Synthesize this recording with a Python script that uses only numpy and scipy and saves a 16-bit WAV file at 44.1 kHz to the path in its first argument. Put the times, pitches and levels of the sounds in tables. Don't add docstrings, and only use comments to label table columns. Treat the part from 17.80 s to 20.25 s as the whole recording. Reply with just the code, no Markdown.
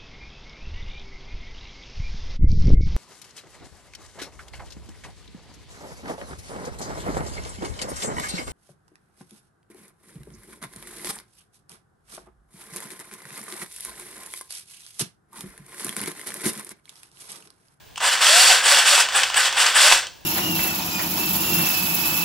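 import sys
import numpy as np
from scipy import signal
from scipy.fft import rfft, irfft, next_fast_len
from scipy.io import wavfile
from scipy.ndimage import map_coordinates

SR = 44100
rng = np.random.default_rng(int(sys.argv[2]) if len(sys.argv) > 2 else 0)


def to_wav(sig):
    pcm = np.clip(np.atleast_2d(sig), -1, 1) * 32767
    pcm = np.round(pcm).astype(np.int16)
    wavfile.write(sys.argv[1], SR, pcm.T)


N = 108045

# frequency in Hz, relative level in dB.
AIR_COLOUR = [(15, -38), (25, -9), (120, -5.5), (153, -9), (205, -14), (1070, -12.5), (1250, -22),
              (1680, -14), (1870, -19), (2940, -14), (5710, -20.5), (10800, -28), (14500, -34)]
# frequency in Hz, side over mid in dB.
AIR_WIDTH = [(30, -5), (120, 4.5), (500, 3), (3000, -7.5), (10000, -1)]
# pitch in Hz, level in dB.
HUM_TONES = [(121, -69), (1647, -66.5)]
AIR_DB = -52.5
WHISTLE_HZ, WHISTLE_WIDTH_HZ, WHISTLE_DB = 15400, 170, -59

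# centre in Hz, width in Hz, lift in dB.
BODY_MODES = [(750, 40, 3), (1040, 50, 2), (1540, 50, 3.5), (1722, 45, 4), (1842, 30, 3), (1980, 45, 4),
              (2615, 90, 4), (2800, 45, 3), (2915, 60, 3), (3200, 130, 2), (3445, 110, 3.5), (4550, 130, 2),
              (4752, 50, 2.5), (7950, 110, 4)]

# start in seconds, level in dB on top of CLICK_DB, knock over tick in dB.
SLEEVE_CLICKS = [(0.1584, -24.5, -23), (0.1716, -28, -12), (0.1772, -16.5, -7), (0.203, -21, 0),
                 (0.374, -21.5, 3.5), (0.467, -2.5, -9), (0.7005, -3, -13), (0.972, -8.5, -1),
                 (1.178, -6, -3.5), (1.287, -13.5, -6), (1.4334, -3, -12), (1.5, -14.5, -6.5),
                 (1.543, -9.5, -7), (1.655, -5.5, -8), (1.726, -13, -7), (1.865, -3, -8), (2.114, -10, 3.5),
                 (2.123, 2.5, -8.5), (2.2685, -20, -25)]
# frequency in Hz, relative level in dB.
TICK_COLOUR = [(60, -68), (400, -19.5), (1500, -13.5), (2300, -7.5), (3000, 3.5), (3450, -6), (4300, -7),
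               (5700, -6), (6600, -10), (8000, -9.5), (11000, -25), (15000, -37)]
# frequency in Hz, relative level in dB.
HOLLOW_COLOUR = [(60, -63), (250, -35.5), (400, -16), (550, -11), (780, 2.5), (1050, 3.5), (1700, -6.5),
                 (3000, -23.5), (8000, -35)]
CLICK_DB, CLICK_RISE_S, CLICK_T60_S = -9.5, 0.00022, 0.016
CHATTER_DB, CHATTER_T60_S = -5, 0.062

# time in seconds, turning speed as a level in dB,
# extra rasp and fizz in dB as the thread bites.
HAND_STROKES = [
    [(0.196, -37, -8), (0.207, -26.5, -2), (0.25, -17.5, -0.5), (0.28, -18.5, 5), (0.305, -20.5, 1.5),
     (0.335, -18, 2), (0.37, -24, 3.5)],
    [(0.40, -22, -1.6), (0.43, -15.5, 0.42), (0.48, -15.5, 1.8), (0.53, -15.5, 3.2), (0.605, -14, 2.9),
     (0.685, -15.5, 3.4), (0.725, -13, 0), (0.785, -18, -1.4)],
    [(0.825, -23.5, -0.29), (0.855, -16.5, 0.16), (0.925, -13.5, 0.15), (0.96, -16, 0.25),
     (0.99, -13.5, -1.1)],
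    [(1.04, -20, 0), (1.073, -14.5, 0), (1.15, -14, 0), (1.175, -17, 0.75), (1.205, -14, 0), (1.28, -28, 0)],
    [(1.315, -27.5, 4), (1.365, -17, -5), (1.40, -19.5, 3), (1.45, -21, -3), (1.49, -30.5, 14)],
    [(1.53, -27.5, -1), (1.572, -18, -1.5), (1.605, -15.5, -1.5), (1.635, -19.5, 1.5), (1.67, -18.5, 1.5),
     (1.71, -25.5, -1)],
    [(1.755, -26, 2), (1.78, -15.5, -9.5), (1.815, -15.5, 2), (1.85, -16, -4.5), (1.88, -18, 1)],
    [(1.932, -22.5, 0), (1.962, -15, -4), (2.01, -13.5, 0.5), (2.075, -13.5, 1), (2.10, -14.5, 0),
     (2.135, -14.5, -0.5), (2.19, -22, 3.5), (2.215, -32.5, 14), (2.25, -35, 7), (2.30, -52, 9)],
]
# frequency in Hz, relative level in dB.
GRIND_COLOUR = [(60, -64.5), (250, -29), (370, -18.5), (520, -5), (720, -3.5), (1100, 1), (1500, 4.5),
                (2200, 0.5), (2900, 0), (3450, 1), (3900, -4), (5200, -6), (6300, -8.5), (8200, -14),
                (10000, -39.5), (15000, -23.5)]
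# frequency in Hz, relative level in dB.
RASP_COLOUR = [(300, -31), (1500, -18.5), (2700, -0.5), (4000, -1), (4700, 1.5), (5600, 0.5), (6300, -6),
               (7500, 0), (9200, -3.5), (9900, -11.5), (11000, -12), (12000, -20), (13100, -14.5),
               (15600, -31)]
# frequency in Hz, relative level in dB.
FIZZ_COLOUR = [(3000, -49), (8500, -15), (9900, 2.5), (11000, 5), (12000, -8), (13100, -3), (13900, -17),
               (14600, -23), (15600, -18)]
FULL_SPEED_DB, FULL_SPEED_HITS_PER_S = -13.5, 13000
GRIND_DB, RASP_DB, FIZZ_DB = -3, -3, -18.5
DENSITY_SLOPE, GRIND_SLOPE, RASP_SLOPE, FIZZ_SLOPE = 0.8, 0.94, 1.74, 2.5

# start in seconds, length in seconds, level in dB,
# housing over steel in dB.
JAW_JINGLES = [(0.202, 0.1, -28.5, 2.5), (0.404, 0.031, -24, -4.5), (0.82, 0.1, -23.5, -8),
               (1.058, 0.044, -21.5, -22), (1.34, 0.052, -19, -4.5), (1.556, 0.037, -18, -8),
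               (1.757, 0.085, -23.5, -6), (1.94, 0.049, -19, -11)]
# frequency in Hz, relative level in dB.
JAW_COLOUR = [(600, -29), (1450, 4), (1720, 9), (1950, -24), (2500, 8), (3100, 12.5), (3500, -17),
              (4200, -38), (6800, -14), (8050, 13), (8600, 1.5), (9150, 13), (9900, -24), (10800, -18),
              (12000, -10), (15000, -26)]
JAW_HITS_PER_S = 2400
JAW_RING_HZ, JAW_RING_T60_S, JAW_RING_DB = 1716, 0.16, -4.5

# start in seconds, length in seconds, first pitch in Hz,
# last pitch in Hz, level in dB.
SPINDLE_SQUEALS = [(0.485, .155, 560.5, 766, -25.5), (0.593, 0.03, 4550, 4590, -18.5),
                   (0.649, 0.068, 4574, 4670, -22), (0.698, 0.031, 813, 568, -22.5),
                   (0.904, 0.07, 4600, 4580, -29), (0.915, 0.032, 550, 577, -28.5),
                   (1.12, 0.034, 569.5, 578, -30), (2.027, 0.074, 535, 645, -29)]
SQUEAL_BEND, SQUEAL_ROUGHNESS_RAD = 1.7, 0.049

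# start in seconds, level in dB.
HAND_JOLTS = [(0.699, -38), (2.122, -33.5)]
JOLT_HZ, JOLT_T60_S = 24.2, 0.19

# frequency in Hz, time to fall 60 dB in seconds.
ROOM_DECAY = [(200, 1), (600, 0.36), (2000, 0.33), (6000, 0.43), (14000, 0.067)]
# frequency in Hz, side over mid in dB.
CHUCK_WIDTH = [(60, -34), (200, -17), (350, -14), (1000, -15.5), (2500, -16), (5000, -15), (6000, -7),
               (7200, 0.5), (8200, -3), (9500, -2.5), (15000, -4)]
# frequency in Hz, left over right in dB.
CHUCK_PAN = [(300, -3), (700, -3.5), (1500, 0), (5000, -.5), (7000, 1), (9000, 0.5), (11000, 2.5),
             (15000, 0.5)]
REVERB_DB, TOP_HZ = -12.5, 15800


def amp(db):
    return 10 ** (np.asarray(db) / 20)


def unit(x):
    return x / np.sqrt(np.mean(x ** 2) + 1e-20)


def along(points, hz):
    knots_hz, values = np.transpose(points)
    return np.interp(np.log(hz + 1), np.log(knots_hz + 1), values)


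def clock():
    return np.arange(N) / SR


def equalise(x, gain_db, normalise=True):
    size = 2 * next_fast_len(N)
    gain = amp(gain_db(np.fft.rfftfreq(size, 1 / SR)))
    cepstrum = irfft(np.log(np.maximum(unit(gain) if normalise else gain, 1e-6)), size)
    cepstrum[1:size // 2] *= 2
    cepstrum[size // 2 + 1:] = 0
    return irfft(rfft(x, size) * np.exp(rfft(cepstrum)), size)[..., :N]


def through_body(x, colour):
    def gain_db(f):
        peaks = sum(db / (1 + (2 * (f - hz) / width) ** 2) for hz, width, db in BODY_MODES)
        return along(colour, f) + peaks
    return equalise(x, gain_db)


def impacts(per_s, spread_db):
    chance = np.clip(per_s / SR, 1e-4, 1)
    size = amp(spread_db * np.clip(rng.standard_normal(N), -2, 2)) * rng.choice([-1, 1], N)
    return unit((rng.random(N) < chance) * size / np.sqrt(chance))


def wobble(knots_per_s):
    return map_coordinates(rng.standard_normal(N // 20), [clock() * knots_per_s], mode="mirror")


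def swell(start, length):
    return np.sqrt(np.abs(np.sin(np.pi * np.clip((clock() - start) / length, 0, 1))))


def decay(start, t60):
    t = clock() - start
    return (t >= 0) * np.exp(-np.log(1000) * np.abs(t) / t60)


def room_tone():
    mid, side = equalise(rng.standard_normal((2, N)), lambda f: along(AIR_COLOUR, f))
    side = equalise(side, lambda f: along(AIR_WIDTH, f), normalise=False)
    hum = sum(amp(db) * np.sqrt(2) * np.sin(2 * np.pi * hz * clock()) for hz, db in HUM_TONES)
    whistle = equalise(rng.standard_normal((2, N)),
                       lambda f: -20 * np.log10(1 + ((f - WHISTLE_HZ) / WHISTLE_WIDTH_HZ) ** 2))
    return amp(AIR_DB) * np.array([mid + side, mid - side]) + hum + amp(WHISTLE_DB) * whistle


def sleeve_clicks():
    tick, knock = np.zeros(N), np.zeros(N)
    for start, db, knock_db in SLEEVE_CLICKS:
        attack = np.clip((clock() - start) / CLICK_RISE_S, 0, 1)
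        tail = decay(start, CLICK_T60_S) + amp(CHATTER_DB) * decay(start, CHATTER_T60_S)
        blow = amp(db + CLICK_DB) * attack * tail
        tick += blow
        knock += amp(knock_db) * blow
    grit = rng.choice([-1., 1.], (2, N))
    return through_body(tick * grit[0], TICK_COLOUR) + through_body(knock * grit[1], HOLLOW_COLOUR)


def grinding():
    times, stroke_db, bites = np.concatenate(HAND_STROKES).T
    speed_db = np.interp(clock(), times, stroke_db, left=-90, right=-90) - FULL_SPEED_DB
    bite_db = np.interp(clock(), times, bites)
    hits_per_s = FULL_SPEED_HITS_PER_S * amp(DENSITY_SLOPE * speed_db)
    judder_db = 0.47 * wobble(knots_per_s=98)
    layers = [(GRIND_DB + GRIND_SLOPE * speed_db, GRIND_COLOUR),
              (RASP_DB + RASP_SLOPE * speed_db + bite_db, RASP_COLOUR),
              (FIZZ_DB + FIZZ_SLOPE * speed_db + bite_db, FIZZ_COLOUR)]
    out = np.zeros(N)
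    for layer_db, colour in layers:
        envelope = amp(FULL_SPEED_DB + layer_db + judder_db)
        out += through_body(impacts(hits_per_s, spread_db=3) * envelope, colour)
    return out


def jaw_jingles():
    steel_envelope, housing_envelope = np.zeros(N), np.zeros(N)
    for start, length, db, housing_db in JAW_JINGLES:
        steel_envelope += amp(db) * swell(start, length) ** 2
        housing_envelope += amp(db + housing_db) * swell(start, length)
    rattle = impacts(JAW_HITS_PER_S, spread_db=3) * steel_envelope
    ping = decay(0, JAW_RING_T60_S) * np.sin(2 * np.pi * JAW_RING_HZ * clock())
    ring = signal.fftconvolve(rattle, ping / np.linalg.norm(ping))[:N]
    housing = through_body(impacts(JAW_HITS_PER_S, spread_db=2) * housing_envelope, HOLLOW_COLOUR)
    return through_body(rattle, JAW_COLOUR) + amp(JAW_RING_DB) * ring + housing


def spindle_squeals():
    out = np.zeros(N)
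    for start, length, first_hz, last_hz, db in SPINDLE_SQUEALS:
        progress = np.clip((clock() - start) / length, 0, 1)
        bend = SQUEAL_BEND if last_hz > first_hz else 1 / SQUEAL_BEND
        hz = last_hz + (first_hz - last_hz) * (1 - progress) ** bend
        phase = 2 * np.pi * np.cumsum(hz) / SR + SQUEAL_ROUGHNESS_RAD * wobble(knots_per_s=600)
        out += amp(db) * swell(start, length) * np.sqrt(2) * np.sin(phase)
    return out


def hand_jolts():
    return sum(amp(db) * decay(start, JOLT_T60_S) * np.sin(2 * np.pi * JOLT_HZ * (clock() - start))
               for start, db in HAND_JOLTS)


def reverb(x):
    hz, t, noise = signal.stft(rng.standard_normal(SR // 2), SR, nperseg=256)
    fade = np.exp(-np.log(1000) * t / along(ROOM_DECAY, hz)[:, None])
    tail = signal.istft(noise * fade, SR, nperseg=256)[1]
    predelay = np.zeros(SR // 250)
    return signal.fftconvolve(x, np.r_[predelay, tail / np.linalg.norm(tail)])[:N]


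def widen(x):
    spectra = signal.stft(x, nperseg=256)[2]
    random_phase = np.exp(2j * np.pi * rng.random(spectra.shape))
    scattered = signal.istft(spectra * random_phase, nperseg=256)[1][:N]
    side = equalise(unit(scattered) * x.std(), lambda f: along(CHUCK_WIDTH, f), normalise=False)
    return np.array([equalise(x + sign * side, lambda f: sign * along(CHUCK_PAN, f) / 2, normalise=False)
                     for sign in (1, -1)])


def scene():
    chuck = grinding() + jaw_jingles() + sleeve_clicks() + spindle_squeals()
    return widen(chuck + amp(REVERB_DB) * reverb(chuck)) + hand_jolts() + room_tone()


def record(dry):
    size = next_fast_len(N + SR // 2)
    passband = np.fft.rfftfreq(size, 1 / SR) < TOP_HZ
    return irfft(rfft(np.clip(dry, -1, 1), size) * passband, size)[:, :N]


dry = scene()
out = record(dry)
to_wav(out)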